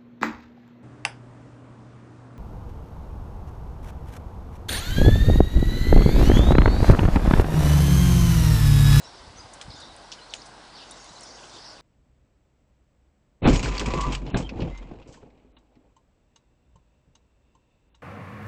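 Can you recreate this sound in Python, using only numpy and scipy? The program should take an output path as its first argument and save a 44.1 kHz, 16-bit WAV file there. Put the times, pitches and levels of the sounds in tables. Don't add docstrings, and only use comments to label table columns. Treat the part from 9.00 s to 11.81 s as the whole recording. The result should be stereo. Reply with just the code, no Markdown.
import sys
import numpy as np
from scipy import signal
from scipy.io import wavfile
from scipy.ndimage import uniform_filter1d

SR = 44100
rng = np.random.default_rng(int(sys.argv[2]) if len(sys.argv) > 2 else 0)


def log_audio(samples):
    frames = np.atleast_2d(samples).T
    limited = np.clip(frames, -1, 1)
    pcm = np.round(limited * 32767).astype(np.int16)
    wavfile.write(sys.argv[1], SR, pcm)


def volts_from_db(level):
    exponent = np.asarray(level, float) / 20
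    return 10 ** exponent


N = 123921


def evened(x):
    return x / np.sqrt(np.mean(x ** 2) + 1e-20)


def add(mix, start_s, sound):
    part = mix[max(round(start_s * SR), 0):][:len(sound)]
    part += sound[:len(part)]


def wobble(size, smooth_samples):
    pole = np.exp(-1 / smooth_samples)
    return evened(signal.lfilter([1], [1, -pole], rng.standard_normal(size)))


def air():
    # frequency in Hz, relative noise density in dB.
    air_spectrum = [(12, -33), (20, -4.5), (49, -4), (165, -3.5), (294, -1.5), (434, -3), (677, 0.5),
                    (1000, 0), (1300, -5.5), (1560, -3), (1780, -10.5), (1970, -7.5), (2370, -13),
                    (4790, -9.5), (6550, -18.5), (8070, -19), (10200, -24.5), (13300, -54), (22000, -120)]
    # mean frequency in Hz, rms level in dB before the wavering.
    hum_tones = [(47, -63.5), (120, -70), (7875, -77.5)]
    wash_rms_db, patch_db = -48.5, 1.1
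    frames, bin_hz = N // 256 + 5, np.arange(513) * SR / 1024
    real, imag, patches = rng.standard_normal((frames, 513, 3)).T
    patches = uniform_filter1d(patches, size=10, axis=0)
    patches = evened(uniform_filter1d(patches, size=12, axis=1))
    hz, db = np.transpose(air_spectrum)
    shape_db = np.interp(np.log(bin_hz + 1), np.log(hz + 1), db)[:, None]
    spectrum = (real + 1j * imag) * volts_from_db(shape_db + patch_db * patches)
    wash = signal.istft(spectrum, nperseg=1024, noverlap=768)[1][:N]
    out = volts_from_db(wash_rms_db) * evened(wash)
    for tone_hz, db in hum_tones:
        turns = np.cumsum(tone_hz + 2.5 * wobble(N, 3000)) / SR
        level = np.sqrt(2) * volts_from_db(db + 1.7 * wobble(N, 4000))
        out += level * np.sin(2 * np.pi * turns)
    return out


def chirp(length_s, from_hz, to_hz):
    warble, flutter_db = 0.016, 4.5
    u = np.arange(0, 1, 1 / (length_s * SR))
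    pitch_wobble = wobble(8192, 60)[:len(u)]
    level_wobble = wobble(8192, 80)[:len(u)]
    hz = (from_hz + (to_hz - from_hz) * u) * (1 + warble * pitch_wobble)
    level = np.sqrt(2) * np.sin(np.pi * u) ** 0.13 * volts_from_db(flutter_db * level_wobble)
    return level * np.sin(2 * np.pi * np.cumsum(hz) / SR)


def chatter(length_s, from_hz, to_hz, spread_hz, peep_s):
    peeps_per_s, glide_spread, level_spread_db = 1200, .12, 3.3
    out = np.zeros(round((length_s + 3 * peep_s) * SR))
    starts_s = rng.random(800) * 800 / peeps_per_s
    peeps = np.c_[starts_s, rng.standard_normal((800, 4))]
    for s, offset, glide, stretch, loudness in peeps[starts_s < length_s]:
        this_peep_s = peep_s * np.exp(0.306 * np.clip(stretch, -2, 2))
        v = np.arange(0, 1, 1 / (this_peep_s * SR))
        centre_hz = from_hz + (to_hz - from_hz) * s / length_s
        hz = (centre_hz + spread_hz * offset) * (1 + glide_spread * glide * (v - .5))
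        swell = np.sin(np.pi * s / length_s) ** .5
        level = swell * volts_from_db(level_spread_db * loudness) * np.sin(np.pi * v)
        add(out, s, level * np.sin(2 * np.pi * np.cumsum(hz) / SR))
    return evened(out)


def birds():
    # start in seconds, length in seconds, first and last pitch in Hz,
    # nominal level in dB before flutter and echoes.
    single_chirps = [(0, 0.11, 4074, 3680, -60), (0.038, 0.031, 5050, 5590, -53.5),
                     (0.048, 0.052, 5650, 5550, -59.5), (0.144, 0.057, 5610, 4630, -59),
                     (.36, 0.014, 5750, 5970, -57), (0.374, 0.021, 6260, 6220, -51.5),
                     (0.388, 0.027, 4930, 4930, -54.5), (.7, 0.057, 4930, 5060, -54.5),
                     (.703, .02, 4700, 3770, -52), (0.756, 0.023, 3530, 3750, -52),
                     (.78, .015, 5040, 4530, -51), (0.797, 0.053, 5790, 5600, -62),
                     (0.813, .03, 4050, 3460, -51), (0.882, .06, 4110, 3625, -60),
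                     (0.995, .04, 4700, 4330, -66), (1.04, 0.021, 5600, 5600, -64),
                     (1.184, 0.017, 3110, 2820, -59.5), (1.201, 0.043, 3950, 4230, -56),
                     (1.297, 0.029, 4620, 3460, -53), (1.747, 0.045, 5020, 3110, -54),
                     (1.763, 0.026, 5600, 5400, -56.5), (1.82, 0.023, 2900, 3030, -61.5),
                     (2.23, .012, 5370, 5360, -49), (1.787, .05, 5200, 4200, -60),
                     (1.908, 0.017, 3620, 3660, -55), (2.055, .01, 3650, 3600, -58),
                     (2.147, 0.04, 4664, 3570, -56), (2.18, 0.018, 3470, 5220, -51.5),
                     (2.37, .022, 3225, 2620, -58), (2.373, 0.025, 3950, 3280, -59),
                     (2.43, .018, 2340, 3570, -59), (2.506, 0.036, 3280, 3680, -56.5),
                     (2.548, 0.023, 3780, 3340, -53), (2.699, .04, 7350, 6200, -61),
                     (2.757, 0.053, 3250, 2250, -60.5)]
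    # start in seconds, length in seconds, first and last centre pitch in Hz,
    # pitch spread in Hz, rms level in dB before echoes.
    bursts = [(0, 0.049, 7370, 6860, 500, -65), (0, 0.31, 4504, 4010, 994, -61),
              (0.679, .2, 4560, 4705, 895, -56), (0.752, .045, 6700, 6880, 380, -63),
              (0.901, .4, 4206, 4000, 795, -65.5), (1.299, 0.17, 4550, 4990, 1004, -59),
              (1.594, .16, 3995, 4200, 798, -62.5), (1.719, 0.1503, 4695, 3803, 888, -54),
              (1.8, 0.451, 5200, 5900, 1100, -56.5), (2.201, 0.2, 5660, 5584, 791, -53.5),
              (2.351, 0.27, 5980, 5780, 1207, -57.5), (2.486, 0.19, 4210, 4640, 798, -55),
              (2.601, .13, 4940, 5165, 389, -51.5), (2.699, 0.089, 4510, 4470, 580, -59)]
    peep_s, wet_db, echo_t60_s = .015, -4.5, 0.34
    direct = np.zeros(N)
    for s, length_s, from_hz, to_hz, db in single_chirps:
        add(direct, s, volts_from_db(db) * chirp(length_s, from_hz, to_hz))
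    for s, length_s, from_hz, to_hz, spread_hz, db in bursts:
        add(direct, s - peep_s / 2, volts_from_db(db) * chatter(length_s, from_hz, to_hz, spread_hz, peep_s))
    t = np.arange(SR // 2) / SR
    echoes = rng.standard_normal(len(t)) * volts_from_db(-60 * t / echo_t60_s) * (t > .004)
    echoes /= np.linalg.norm(echoes)
    return direct + volts_from_db(wet_db) * signal.fftconvolve(direct, echoes)[:N]


def thumps():
    # centre in seconds, level in dB before the bell-shaped fade, frequency of the swing in Hz.
    swings = [(.21, -45, 60.5), (.24, -49, 70), (0.277, -41.5, 75), (.303, -41.5, 90), (.313, -58, 80),
              (0.361, -43.5, 110), (0.397, -41.5, 70.6), (0.452, -41, 92), (.548, -54, 50.3),
              (.657, -41.5, 55), (0.6838, -33, 124), (0.7005, -34.5, 74.4), (0.745, -41, 90),
              (0.794, -45.5, 70), (0.831, -48, 59.4), (.895, -45.5, 55), (0.931, -47, 90)]
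    tone_s, tone_half_s, tone_hz, tone_peak_db = .74, .03, 290, -53
    out, t = np.zeros(N), np.arange(N) / SR
    for s, db, hz in swings:
        cycles = (t - s) * hz
        out -= volts_from_db(db) * np.sin(2 * np.pi * cycles) * np.exp(-(cycles / 0.44) ** 2)
    swell = volts_from_db(tone_peak_db) * np.exp(-((t - tone_s) / tone_half_s) ** 2)
    return out + swell * np.sin(2 * np.pi * tone_hz * t)


def drip(tick_db, plop_hz, low_hz, high_hz, splash_db, t60_s, lead):
    plop_db, plop_cycles = -1.5, 1.9
    wall_s, wall_db = .0027, -6
    rise_s, ragged_db = 0.0019, 2.2
    t = (np.arange(8192) - lead) / SR
    band = signal.butter(3, [low_hz, high_hz], "band", fs=SR, output="sos")
    tick = signal.sosfiltfilt(band, 1. * (t == 0))
    tick *= volts_from_db(tick_db) / tick.max()
    width_s = np.where(t < 0, .6, 1) * plop_cycles / plop_hz
    ring = np.exp(-abs(t / width_s) ** 1.5) * np.cos(2 * np.pi * plop_hz * t)
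    plop = volts_from_db(tick_db + plop_db) * ring
    spatter = rng.standard_normal(8192) * volts_from_db(ragged_db * wobble(8192, 60))
    fade = np.clip(t / rise_s, 0, 1) * volts_from_db(splash_db - 60 * t / t60_s)
    out = tick + plop + evened(signal.sosfilt(band, spatter)) * fade
    add(out, wall_s, volts_from_db(wall_db) * tick)
    return out


def drips():
    # tick time in seconds, tick peak in dB, plop pitch in Hz, low and high band edge in Hz,
    # splash rms in dB before its rise and decay, splash t60 in seconds.
    drops = [(.535, -38, 7200, 6000, 10000, -43, 0.059), (.6134, -28, 3240, 1300, 8200, -38, 0.084),
             (0.801, -46, 5700, 4500, 10000, -49, 0.077), (0.965, -40.5, 9000, 7600, 10200, -56, 0.044),
             (1.1184, -28.5, 5370, 2720, 6400, -36, 0.11), (1.135, -44, 4500, 3500, 5460, -41, .06),
             (1.307, -45, 6350, 5600, 7000, -53, .06), (1.3381, -19, 3200, 1860, 7600, -36, 0.082),
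             (1.361, -53, 6800, 6350, 7340, -48, .15), (1.419, -39.5, 5000, 4300, 5630, -46, .05),
             (1.458, -45, 9500, 4000, 10000, -49.5, 0.11), (1.9107, -34, 8400, 6570, 10200, -36.5, 0.031),
             (2.045, -43, 9000, 6500, 9900, -53, 0.05), (2.209, -36.5, 7840, 6660, 9900, -50, 0.031),
             (2.234, -38, 9000, 5000, 10000, -47, 0.068)]
    lead = 64
    out = np.zeros(N)
    for s, *row in drops:
        add(out, s - lead / SR, drip(*row, lead))
    return out


def scene():
    mix = air() + birds() + thumps() + drips()
    return np.array([mix, mix])


def roll_off(x):
    return signal.sosfilt(signal.butter(12, 10890, fs=SR, output="sos"), x)


def record(dry):
    bass_cut = signal.butter(2, 22, "high", fs=SR, output="sos")
    treble_cut = signal.firwin(1023, 10150, width=150, fs=SR)
    heard = signal.sosfilt(bass_cut, dry)
    return roll_off(signal.oaconvolve(heard, treble_cut[None], "same", axes=1))


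dry = scene()
out = record(dry)
log_audio(out)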